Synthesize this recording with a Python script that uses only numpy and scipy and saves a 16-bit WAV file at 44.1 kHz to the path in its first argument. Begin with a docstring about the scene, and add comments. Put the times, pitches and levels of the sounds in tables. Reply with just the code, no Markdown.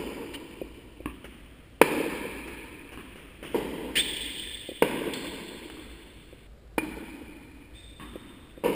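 """Tennis in a large steel hall: faint air noise and a low drone run throughout.
First an earlier stroke and squeak ring on, then shoes scuff and squeak, the camera knocks and balls bounce,
with racket strokes in between. Each hit and step is a short dry sound with a long noise tail from the roof.
The far wall throws strokes back, near ones most strongly. At 6.47 s a splice to another rally ends all ringing.
A small camera picks everything up, holding each sample at a low rate, which mirrors sound into the treble."""
import sys
import numpy as np
from scipy import signal
from scipy.fft import rfft, irfft, next_fast_len
from scipy.io import wavfile
from scipy.ndimage import uniform_filter1d

SR = 44100
rng = np.random.default_rng(int(sys.argv[2]) if len(sys.argv) > 2 else 0)


def output_pcm(signal):
    """Save a mono or channel-first signal as 16-bit PCM at the path in sys.argv[1].

    Samples are clipped to [-1, 1] before scaling.
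    """
    pcm = np.clip(np.atleast_2d(signal).T, -1, 1) * 32767
    wavfile.write(sys.argv[1], SR, np.round(pcm).astype(np.int16))


N = 385875

# Quiet air of the hall. Each row: frequency in Hz, relative level in dB per Hz.
AIR = [(20, -15.5), (35, -24.5), (55, -12.5), (90, -10), (130, -12.5), (200, -16.5), (320, -20), (500, -19),
       (900, -31.5), (1500, -31), (2800, -36), (4000, -37), (5800, -44.5)]
# Low drone. Each row: frequency in Hz, relative level in dB per Hz.
DRONE = [(20, -17), (36, -15.5), (46, -8), (58, 2.5), (67, -10), (80, -14.5), (130, -30), (400, -100)]
# Racket strokes. Each row: start in seconds, strength in dB, distance in metres, brightness in dB,
# how far off the sweet spot from 0 to 1.
STROKES = [(-0.25, -4, 12, -1.5, 0), (1.8137, -2.5, 5.05, 1, 0), (3.544, -5.5, 18.8, -2.5, 0.24),
           (4.8216, -3, 7.85, -1.5, 0), (6.7793, -16, 5.25, 5.5, 0.96), (8.637, -3, 27, -3, 0.1)]
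# Ball and racket ringing together, before tuning and brightness.
# Each row: frequency in Hz, level in dB, time to fall by 60 dB in seconds.
RACKET = [(162, -28.5, 0.16), (383, -5, 0.037), (471.8, 1, 0.029), (496, -10.5, 0.026), (972, -1, 0.018),
          (1410, -34, 0.0043), (1622, -10, 0.0081), (2182, -10.5, 0.0029), (2370, -13.5, 0.0079),
          (3013, -16, 0.006)]
# Felt cracking on a surface. Each row: frequency in Hz, relative level in dB.
CRACK = [(120, -2), (750, -11), (1350, 5), (2900, 3), (3600, -14.5), (5000, -12), (6000, -30.5)]
# Echoes from the far wall. Each row: delay in seconds, level in dB.
FAR_WALL = [(0.041, -8), (0.187, -3.5), (0.194, -1.5), (0.246, -4), (.41, -15.5), (0.437, -9)]
# Shoe squeaks. Each row: start in seconds, strength in dB, distance in metres, length in seconds,
# start pitch in Hz, end pitch in Hz, roughness (1 is rough).
SQUEAKS = [(-0.05, -51, 8, 0.02, 4600, 4880, 1.2), (0.338, -49, 3.2, 0.027, 2675, 3010, 1.04),
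           (3.954, -28, 5.1, 0.067, 2313, 3584, 0.85), (5.133, -42, 9.4, 0.027, 4320, 4316, 0.88),
           (5.135, -35, 6.8, 0.0097, 3260, 3460, 0.77), (7.736, -53.5, 11, 0.12, 3450, 3645, 0.4)]
# Rubbing noise of a squeak. Each row: frequency in Hz, relative level in dB.
RUB = [(300, -6.5), (1300, -19.5), (1800, 1.5), (2400, 3), (3400, -3.5), (4000, -7), (4800, -7),
       (6000, -17.5)]
# Shoe scuffs. Each row: start in seconds, strength in dB, distance in metres, fade length in seconds,
# heel thud in dB relative to the drag.
SCUFFS = [(0.338, -52.5, 3.2, 0.018, -1), (1.243, -41.5, 7.3, 0.023, 2), (2.476, -42, 7.8, 0.024, -16.5),
          (2.920, -46, 6.7, 0.038, -20), (3.158, -46.5, 11.2, 0.068, 14), (3.428, -36.5, 13, 0.053, 14),
          (3.982, -41, 6, 0.013, 13.5), (5.699, -36, 9.4, 0.0084, -25)]
# Sole dragging on grit. Each row: frequency in Hz, relative level in dB.
SOLE = [(100, -18), (350, 5), (700, -7), (1500, -7.5), (2900, -4), (3700, -30), (6000, -22.5)]
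# Dry knocks right at the microphone. Each row: start in seconds, level in dB.
KNOCKS = [(0.615, -19), (1.003, -27.5), (4.689, -21), (4.715, -24.5), (6.327, -34.5), (8.156, -25),
          (8.576, -32)]
# Ringing of the camera's case, before a small random change of level.
# Each row: frequency in Hz, level in dB, time to fall by 60 dB in seconds.
CASE = [(374, 10, 0.018), (495, 6.5, 0.022), (616, -14, 0.023), (2450, -19.5, 0.039)]
# Ball bounces. Each row: start in seconds, strength in dB, distance in metres.
BOUNCES = [(1.058, -29, 4.36), (2.974, -31, 11), (5.77, -35, 17), (7.998, -27, 20)]
# The ball ringing alone, before brightness.
# Each row: frequency in Hz, level in dB, time to fall by 60 dB in seconds.
SHELL = [(167, -8.5, 0.028), (284, 3, 0.028), (1100, 0.5, 0.012), (1720, -3.5, 0.0091), (2666, 0.5, 0.006)]
# How long the hall rings. Each row: frequency in Hz, time to fall by 60 dB in seconds.
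HALL_T60 = [(100, 1.7), (300, 3.4), (550, 2.07), (1000, 2.7), (2500, 3.64), (3600, 3.38), (5500, 2.33)]
# Tone of the hall. Each row: frequency in Hz, gain in dB.
HALL_COLOUR = [(60, -6), (160, 5), (310, 3.5), (500, -5.5), (720, -3.5), (950, -3), (1300, -2.5), (2000, 0),
               (2800, 0.5), (3600, 5.5), (6000, 1)]
# Faint side noise, opposite in left and right. Each row: frequency in Hz, gain in dB.
SIDE_NOISE = [(60, -36.5), (130, -38), (300, -51.5), (1000, -31), (2200, -33.5), (3500, -27.5), (5500, -14),
              (9000, -23.5), (14000, -23)]

AIR_DB, DRONE_DB = -55, -52
PING_HZ, PING_T60 = 2430, 0.11  # strings; T60 is the time in seconds to fall by 60 dB
FRAME_HZ, FRAME_T60 = 322, 0.06
HEEL_HZ, HEEL_T60 = 454, 0.017
# a clean stroke, and what a full miss of the sweet spot adds to it
FRAME_DB, MISS_FRAME_DB = -19.5, 15
PING_DB, MISS_PING_DB = -30.5, 20.5
MISS_FLATTENS = 0.046  # taken off the pitch factor by a full miss
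# as a sole grips, its rubbing noise fades and its pitch steadies
RUB_DB, GRIP_RUB_DB = 2, -13
WAVER_START, WAVER_END = 0.13, 0.018  # share of the pitch, at roughness 1
# direct sound and hall are equally loud at the critical distance; the direct sound falls with each doubling
CRITICAL_M, FALL_DB = 8.15, 8
CUT_S = 6.47  # splice between two rallies
HOLD_HZ, TOP_HZ = 12000, 15500  # sample-and-hold rate, band limit


def amp(db):
    """Decibels to gain."""
    return 10 ** (np.asarray(db) / 20)


def unit(x):
    """Scale a sound to an rms (average strength) of 1."""
    return x / np.sqrt(np.mean(x ** 2) + 1e-20)


def clock(seconds):
    """Sample times from zero."""
    return np.arange(int(seconds * SR)) / SR


def along(points, hz):
    """Read a value between (Hz, value) points on a log frequency axis."""
    point_hz, values = np.transpose(points)
    return np.interp(np.log(hz + 1), np.log(point_hz), values)


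def filtered(x, response):
    """Multiply each frequency of a sound by the response there."""
    size = x.shape[-1]
    padded = next_fast_len(size + SR // 10)
    spectrum = rfft(x, padded) * response(np.fft.rfftfreq(padded, 1 / SR))
    return irfft(spectrum, padded)[..., :size]


def noise(spectrum, size):
    """Coloured noise of rms 1, with nothing above half the hold rate."""
    white = rng.standard_normal(size)
    return unit(filtered(white, lambda hz: amp(along(spectrum, hz)) * (hz < HOLD_HZ / 2)))


def ring(t, hz, t60):
    """One ringing tone that dies away, falling 60 dB in t60 seconds."""
    return np.sin(2 * np.pi * hz * t) * np.exp(-np.log(1000) * t / t60)


def add(track, s, sound):
    """Mix a sound in at time s; the splice between two rallies ends whatever still rings."""
    start = round(s * SR)
    end = round(CUT_S * SR) if s < CUT_S else N
    part = sound[max(-start, 0):max(end - start, 0)]
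    track[max(start, 0):][:len(part)] += part


def doublings(metres):
    """Distance in doublings of the critical distance, below zero when nearer."""
    return np.log2(max(metres, 1) / CRITICAL_M)


def direct_db(metres):
    """Level of the direct sound over that of the hall."""
    return -FALL_DB * doublings(metres)


def blurred_spectrum(sound, hz, blur, least_hz=25):
    """Strength of a sound's spectrum, averaged over a share `blur` of each frequency to either side."""
    energy = np.cumsum(np.abs(rfft(sound, SR)) ** 2)
    reach = blur * hz + least_hz
    below, above = np.interp([hz - reach, hz + reach], np.arange(len(energy)), energy)
    return np.sqrt(np.abs(above - below) / (2 * reach))


def hall(sound, hall_db, blur, build_s=0.0033, flutter_db=1.5):
    """The sound and its diffuse tail, which builds up, arrives in clumps and dies at each frequency's own speed."""
    t = clock(2.6)
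    hz, when, grid = signal.stft(rng.standard_normal(len(t)), SR, nperseg=512)
    fade = np.exp(-np.log(1000) * when / along(HALL_T60, hz)[:, None])
    # smoothed over time and then over frequency
    flutter = uniform_filter1d(rng.standard_normal(grid.shape), size=4, axis=1)
    flutter = uniform_filter1d(flutter, size=12, axis=0)
    clumps = amp(flutter_db * unit(flutter))
    tail = signal.istft(grid * fade * clumps, SR)[1][:len(t)]
    tail = tail / np.linalg.norm(tail)
    # the hall hears the source from every side, which evens out the fine notches of its spectrum
    tail = filtered(tail, lambda f: blurred_spectrum(sound, f, blur) * amp(along(HALL_COLOUR, f)))
    # it fills as fast as the source gives off its energy
    direct = np.pad(sound, (0, len(t) - len(sound)))
    given_off = np.sqrt(np.cumsum(direct ** 2) / np.sum(direct ** 2))
    filled = given_off * (1 - np.exp(-t / build_s))
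    return direct + amp(hall_db) * filled * tail


def heard_from(sound, metres, blur):
    """Distance weakens the direct sound, while the hall answers equally from everywhere."""
    return hall(amp(direct_db(metres)) * sound, -direct_db(metres), blur)


def smeared(sound, spread_s):
    """Blur a sound in time with a short burst of noise that swells and fades."""
    t = clock(0.2)
    cluster = rng.standard_normal(len(t)) * t * np.exp(-t / spread_s)
    return signal.fftconvolve(sound, cluster / np.linalg.norm(cluster))


def near_walls(hit):
    """A cluster of reflections from floor, side wall and beams."""
    return smeared(hit, spread_s=0.019)


def far_wall(hit, low_hz=220, high_hz=520):
    """The ribbed cladding scatters the treble, so its distinct echoes are hollow booms."""
    band = signal.butter(2, [low_hz, high_hz], "bandpass", fs=SR, output="sos")
    boom = signal.sosfilt(band, hit)
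    echoes = np.zeros(SR)
    for delay, db in FAR_WALL:
        echoes[round(delay * SR):][:len(boom)] += amp(db) * boom
    return echoes


def impact(t, modes, bright_db, crack_db, crack_t60, pitch=1, sustain=1, edge_hz=750):
    """Ringing tones pop and the felt cracks; harder contact brings out everything above the low thump."""
    pop = sum(amp(level + bright_db * (hz > edge_hz)) * ring(t, hz * pitch, t60 * sustain)
              for hz, level, t60 in modes)
    crack = noise(CRACK, len(t)) * np.exp(-np.log(1000) * t / crack_t60)
    return pop + amp(crack_db + bright_db) * crack


def background():
    """Faint air noise and a low drone fill the hall."""
    return amp(AIR_DB) * noise(AIR, N) + amp(DRONE_DB) * noise(DRONE, N)


def strokes(dwell_s=0.0021, tuning=0.97, sustain=0.94, smear=1.114, near_db=-11, near_grows_db=3,
            far_db=-15, far_falls_db=3.5, ping_hall_db=-5):
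    """The ball sinks into the strings, which ping as it leaves. Off the sweet spot the frame thumps, the ping
    is louder and the pop is flatter; from far away the walls smear the stroke."""
    out, t = np.zeros(N), clock(0.15)
    contact = 1 - np.exp(-(t / dwell_s) ** 2)
    for s, db, metres, bright_db, miss in STROKES:
        away, direct = doublings(metres), amp(direct_db(metres))
        pop = impact(t, RACKET, bright_db, crack_db=-11.5, crack_t60=0.037,
                     pitch=tuning - MISS_FLATTENS * miss, sustain=sustain * smear ** away)
        thump = amp(FRAME_DB + MISS_FRAME_DB * miss) * ring(t, FRAME_HZ, FRAME_T60)
        hit = amp(db) * contact * (pop + thump)
        ping = amp(db + PING_DB + MISS_PING_DB * miss) * contact * ring(t, PING_HZ, PING_T60)
        add(out, s, heard_from(hit + amp(ping_hall_db) * ping, metres, blur=0.035))
        # the strings beam along the court, so only part of their ping fills the hall
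        add(out, s, direct * (1 - amp(ping_hall_db)) * ping)
        add(out, s, amp(near_db + near_grows_db * away) * near_walls(hit))
        add(out, s, direct * amp(far_db - far_falls_db * away) * far_wall(hit))
    return out


def squeaks(glide_power=2.4):
    """Rubber sticks and slips at a gliding rate: rough rubbing at first, a cleaner tone once the sole grips."""
    out = np.zeros(N)
    for s, db, metres, length, start_hz, end_hz, rough in SQUEAKS:
        grip = clock(length) / length  # from 0 to 1
        waver = uniform_filter1d(rng.standard_normal(len(grip)), size=50)
        depth = rough * WAVER_START * (WAVER_END / WAVER_START) ** grip
        glide = end_hz + (start_hz - end_hz) * (1 - grip) ** glide_power
        pitch = glide * (1 + depth * unit(waver - waver.mean()))
        tone = np.sqrt(2) * np.sin(2 * np.pi * np.cumsum(pitch) / SR)
        rubbing = amp(RUB_DB + GRIP_RUB_DB * grip) * noise(RUB, len(grip))
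        swell = np.sqrt(np.abs(np.sin(np.pi * grip)))
        add(out, s, heard_from(amp(db) * swell * (tone + rubbing), metres, blur=0.0036))
    return out


def scuffs(rise_s=0.00037):
    """A heel lands and the sole drags briefly over the gritty court."""
    out, t = np.zeros(N), clock(0.15)
    for s, db, metres, length, heel_db in SCUFFS:
        drag = (1 - np.exp(-t / rise_s)) * np.exp(-(t / length) ** 2) * noise(SOLE, len(t))
        heel = amp(heel_db) * ring(t, HEEL_HZ, HEEL_T60)
        add(out, s, heard_from(amp(db) * (drag + heel), metres, blur=0.12))
    return out


def knocks(soft_s=0.0028):
    """Small dull knocks in the camera's case, too weak to wake the hall."""
    out, t = np.zeros(N), clock(0.1)
    contact = 1 - np.exp(-(t / soft_s) ** 2)
    for s, db in KNOCKS:
        # each tone's level varies a little from knock to knock
        case = sum(amp(level + rng.normal()) * ring(t, hz, t60) for hz, level, t60 in CASE)
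        add(out, s, amp(db) * contact * case)
    return out


def bounces(soft_s=0.00084, bright_db=4, brightening_db=1.5, near_db=-1.5, near_falls_db=3):
    """The hollow ball thuds on the court; from the far end it is thinner and mostly hall."""
    out, t = np.zeros(N), clock(0.15)
    contact = 1 - np.exp(-t / soft_s)
    for s, db, metres in BOUNCES:
        away = doublings(metres)
        thud = impact(t, SHELL, bright_db + brightening_db * away, crack_db=-10, crack_t60=0.017)
        hit = amp(db) * thud * contact
        add(out, s, heard_from(hit, metres, blur=0.16))
        add(out, s, amp(near_db - near_falls_db * away) * near_walls(hit))
    return out


def scene():
    """Ball, shoes, knocks and hall reach both channels alike."""
    mid = background() + strokes() + squeaks() + scuffs() + knocks() + bounces()
    return np.array([mid, mid])


def add_side_noise(pair):
    """Faint side noise: a weak smeared copy, opposite in left and right, mostly treble."""
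    copy = smeared(pair[0], spread_s=0.0024)[:N]
    side = filtered(copy, lambda hz: amp(along(SIDE_NOISE, hz)))
    return pair + np.array([side, -side])


def record(dry):
    """Sample-and-hold at a low rate mirrors the sound into the treble, up to the band limit."""
    narrow = filtered(dry, lambda hz: 1 / np.sqrt(1 + (hz / 5800) ** 40))  # steep low-pass
    rounded = narrow / (1 + np.abs(narrow) ** 8) ** (1 / 8)  # rounds off the loudest peaks
    mirrored = rounded * (1 + 2 * np.cos(2 * np.pi * HOLD_HZ * np.arange(N) / SR))
    # holding each sample dulls the treble
    return filtered(add_side_noise(mirrored), lambda hz: np.sinc(hz / HOLD_HZ) * (hz < TOP_HZ))


dry = scene()
out = record(dry)
output_pcm(out)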